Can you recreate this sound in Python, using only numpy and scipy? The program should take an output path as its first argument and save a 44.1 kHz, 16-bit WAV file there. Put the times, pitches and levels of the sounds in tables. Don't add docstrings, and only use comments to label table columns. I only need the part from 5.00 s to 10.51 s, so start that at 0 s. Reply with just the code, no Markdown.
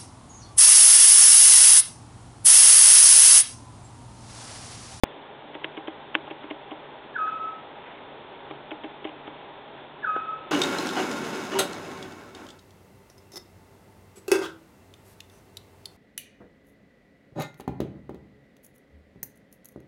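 import sys
import numpy as np
from scipy import signal
from scipy.fft import rfft, irfft, next_fast_len
from scipy.io import wavfile
from scipy.ndimage import uniform_filter1d

SR = 44100
rng = np.random.default_rng(int(sys.argv[2]) if len(sys.argv) > 2 else 0)


def wrap_up_sound(samples):
    columns = np.atleast_2d(samples).T
    tamed = np.clip(columns, -1, 1)
    steps = np.round(tamed * 32767).astype(np.int16)
    wavfile.write(sys.argv[1], SR, steps)


N = 242991

# freq_hz, gain_db
HISS_SPECTRUM = [(30, -21), (100, -13), (200, -10), (280, -3.5), (350, -4.5), (500, -5), (610, -1.5),
                 (710, -5), (930, -2), (1150, -9.5), (1600, -11.5), (2200, -14.5), (3000, -16), (3550, -13)]
# freq_hz, width_hz, gain_db
HISS_RESONANCES = [(405.4, 32, -1), (812.5, 23, -1.5)]
# freq_hz, gain_db
RUSTLE_SPECTRUM = [(500, -16), (1500, -2.5), (2300, 0), (3500, -10), (4500, -20)]
# start_s, length_s, level_db
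POWER_POPS = [(0.036, .00072, -4), (0.0398, 0.00054, -9)]
# start_s, hardness_db, treble_db, middle_db, knock_db
PRESSES = [(0.551, -24, -34.5, -42, -35.5), (0.644, -22, -22, -28, -37), (0.776, -12.5, -37.5, -31.5, -32),
           (0.881, -32, -34.5, -36.5, -30.5), (1.152, -0.5, -14, -14, -27), (1.277, -29.5, -48, -36, -41.5),
           (1.31, -29, -36, -44.5, -34), (1.442, -25, -53, -36, -37), (1.51, -8, -32, -41, -30.5),
           (1.717, -24.5, -44, -38, -32.5), (3.51, -25, -39, -29.5, -37.5), (3.716, -26, -34, -40, -31.5),
           (3.844, -12, -39, -39, -32), (4.051, -22, -34.5, -38.5, -30), (4.072, -30, -42, -52, -44.5),
           (4.092, -23, -41, -50.5, -46), (4.277, -22, -41.5, -33.5, -37), (5.164, -15, -40, -23.5, -47)]
# freq_hz, gain_db
TOUCH_SPECTRUM = [(150, -24.5), (700, -7.5), (1500, -7), (2300, -3), (3100, 3.5), (4000, -18)]
# freq_hz, gain_db
SNAP_SPECTRUM = [(150, -25.5), (400, -1.5), (900, -7), (1500, 2.5), (2300, 1.5), (3100, 3), (4000, -4.5)]
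# freq_hz, gain_db, t60_s
CASE_MODES = [(312, -2, 0.11), (392.4, -4.5, 0.056), (617.5, -3.5, 0.042), (802.6, -10, 0.13),
              (1061, -11, 0.042), (2175, -10.5, 0.036)]
# freq_hz, gain_db
CASE_RADIATION = [(60, -35.5), (150, -24.5), (220, -0.5), (290, 0.5)]
# delay_s, gain_db
NEAR_ECHOES = [(.02353, -6), (.06107, -11), (.11341, -5), (.13118, -10.5), (.15711, -18.5), (.21174, -18)]
# freq_hz, gain_db
MIRROR_RESPONSE = [(1320, 0), (1450, -4)]
# freq_hz, gain_db
SCATTER_RESPONSE = [(1320, -28), (1500, 2.5)]
# freq_hz, gain_db
THROAT_RESPONSE = [(2530, 3), (2620, -8.5), (2900, -17)]
# start_s, pitch_ratio, length_s, gain_db
CALLS = [(2.14, 1.0, .228, 0), (5.023, .9966, .21, 0)]
# freq_hz, gain_db
TREBLE_CUTOFF = [(3550, 0.5), (3800, -7.5), (4000, -15), (4250, -20.5), (4500, -44.5), (4800, -86)]


def undb(db):
    return 10 ** (np.asarray(db) / 20)


def level(x, rms_db):
    return x * undb(rms_db) / np.sqrt(np.mean(x ** 2))


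def colour(x, points):
    hz, db = np.transpose(points)
    size = next_fast_len(2 * len(x))
    bins_hz = np.maximum(np.arange(size // 2 + 1) * SR / size, 1)
    gain = undb(np.interp(np.log(bins_hz), np.log(hz), db))
    return irfft(rfft(x, size) * gain, size)[:len(x)]


def fade(t, t60_s):
    return np.exp(-np.log(1000) * t / t60_s)


def walk(rate_hz):
    hold = int(SR / rate_hz)
    steps = np.repeat(rng.standard_normal(N // hold + 1), hold)
    return level(uniform_filter1d(uniform_filter1d(steps, hold), hold)[:N], 0)


def add(out, start_s, sound):
    i = int(round(start_s * SR))
    out[i:i + len(sound)] += sound[:len(out) - i]


def night_hiss(hiss_db=-43.5, hum_db=-62, hum_hz=145.2, waver_db=3.5):
    hiss = colour(rng.standard_normal(N), HISS_SPECTRUM + [(4500, -12.5), (6000, -57.5)])
    hollow = sum(undb(db) * signal.lfilter(*signal.iirpeak(hz, hz / width_hz, SR), hiss)
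                 for hz, width_hz, db in HISS_RESONANCES)
    flicker = undb(.4 * walk(14))
    hum_phase = 2 * np.pi * np.cumsum(hum_hz + 3 * walk(8.5)) / SR
    hum = np.sin(hum_phase) * undb(waver_db * walk(13))
    return level(hiss + hollow, hiss_db) * flicker + level(hum, hum_db)


def rustle(start_s=2.76, length_s=.27, level_db=-50.5, grain_db=1.0):
    progress = np.clip((np.arange(N) / SR - start_s) / length_s, 0, 1)
    grains = rng.standard_normal(N) * undb(grain_db * walk(200))
    return level(colour(grains, RUSTLE_SPECTRUM), level_db) * np.sin(np.pi * progress)


def switch_on():
    out = np.zeros(N)
    for start_s, length_s, level_db in POWER_POPS:
        add(out, start_s, -undb(level_db) * np.ones(int(length_s * SR)))
    return colour(out, [(3500, 1), (5000, -3.5), (16000, -5.0)])


def contact(spectrum, t60_s, rattle_db):
    t = np.arange(SR // 20) / SR
    rattle = rng.standard_normal(len(t)) * fade(t, t60_s)
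    force = undb(rattle_db) * rattle / np.linalg.norm(rattle)
    force[0] += 1
    burst = colour(np.pad(force, (SR // 1000, 0)), spectrum)
    burst = signal.sosfilt(signal.butter(6, 4500, fs=SR, output="sos"), burst)
    return burst / np.linalg.norm(burst) * np.sqrt(SR / 1000)


def case_knock(rise_s=.0016):
    t = np.arange(SR // 8) / SR
    detunes = 1 + .016 * rng.standard_normal(len(CASE_MODES))
    phases = rng.random(len(CASE_MODES))
    ring = sum(undb(db) * fade(t, t60_s) * np.sin(2 * np.pi * (hz * detune * t + phase))
               for (hz, db, t60_s), detune, phase in zip(CASE_MODES, detunes, phases))
    return ring * (1 - np.exp(-t / rise_s))


def buttons(lead_s=.0007, touch_lead_s=.0075):
    out = np.zeros(N)
    for start_s, hardness_db, treble_db, middle_db, knock_db in PRESSES:
        snap_s = start_s - lead_s
        touch = contact(TOUCH_SPECTRUM, t60_s=.062, rattle_db=9)
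        touch_db = .85 * knock_db + .15 * treble_db
        add(out, snap_s - touch_lead_s, undb(touch_db) * touch)
        snap = contact(SNAP_SPECTRUM, t60_s=.023, rattle_db=-6 - .55 * hardness_db)
        add(out, snap_s, colour(snap, [(1300, middle_db + 9.5), (1700, treble_db + 3.5)]))
        add(out, snap_s, undb(knock_db + 5) * case_knock())
    return colour(out, CASE_RADIATION)


def scatter(x, gain_db, t60_s, build_s):
    t = np.arange(2 * SR) / SR
    response = rng.standard_normal(len(t)) * fade(t, t60_s) * np.minimum(t / build_s, 1) ** 2
    return undb(gain_db) * signal.fftconvolve(x, response / np.linalg.norm(response))[:N]


def far_trunks(count=15, first_s=.11, last_s=.36, gain_db=-26, t60_s=5):
    lag_s = (last_s - first_s) * (np.arange(count) + rng.random(count)) / count
    return list(zip(first_s + lag_s, gain_db + 20 * np.log10(fade(lag_s, t60_s))))


def wood(tone, octave):
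    t = np.arange(SR // 2) / SR
    trees = sum(undb(db) * np.sinc((t - delay_s) * SR) for delay_s, db in NEAR_ECHOES + far_trunks())
    echoes = signal.fftconvolve(colour(tone, MIRROR_RESPONSE), trees)[:N]
    bushes = scatter(colour(tone, SCATTER_RESPONSE), gain_db=-6, t60_s=.47, build_s=.0097)
    octave_tail = scatter(octave, gain_db=-.5, t60_s=.49, build_s=.12)
    deep_wood = scatter(tone + echoes, gain_db=-27, t60_s=1.3, build_s=.35)
    return tone + octave + echoes + bushes + octave_tail + deep_wood


def call_pitch_hz(t, length_s, flick_hz=1700, note_hz=1266, hold_s=.018, drop_s=.0115, lift_hz=28):
    drop = np.exp(-np.maximum(t - hold_s, 0) / drop_s)
    lift = 1 / (1 + np.exp((.605 * length_s - t) / .008))
    return note_hz + (flick_hz - note_hz) * drop + lift_hz * lift


def call_envelope(t, length_s, peak_s=.026, note_start_s=.038, attack_s=.016):
    flick_db, note_db = -23, -23.5
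    swell_db_per_s, break_db_per_s, sag_db_per_s = 950, 1700.5, 23.5
    flick = undb(flick_db - np.maximum(swell_db_per_s * (peak_s - t), break_db_per_s * (t - peak_s)))
    note = np.clip((t - note_start_s) / attack_s, 0, 1) * undb(note_db - sag_db_per_s * t)
    release = fade(np.maximum(t - length_s, 0), t60_s=.19)
    return flick + note * release


def owl(octave_db=-25, quiver_db=1.7):
    tone, octave = np.zeros(N), np.zeros(N)
    t = np.arange(SR // 2) / SR
    for start_s, pitch_ratio, length_s, gain_db in CALLS:
        phase = 2 * np.pi * np.cumsum(pitch_ratio * call_pitch_hz(t, length_s)) / SR
        effort = undb(gain_db) * call_envelope(t, length_s)
        add(tone, start_s, effort * np.sin(phase))
        add(octave, start_s, effort * undb(octave_db) * np.sin(2 * phase))
    quiver = undb(quiver_db * walk(150))
    return tone * quiver, colour(octave * quiver, THROAT_RESPONSE)


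def scene():
    return (wood(*owl()) + buttons() + night_hiss() + rustle())[None]


def record(dry, cutoff_hz=16900):
    awake = np.arange(N) / SR > POWER_POPS[-1][0]
    sound = colour(dry[0] * awake, TREBLE_CUTOFF) + switch_on()
    lowpass = signal.ellip(8, .2, 70, cutoff_hz, fs=SR, output="sos")
    return signal.sosfilt(lowpass, sound)[None]


dry = scene()
out = record(dry)
wrap_up_sound(out)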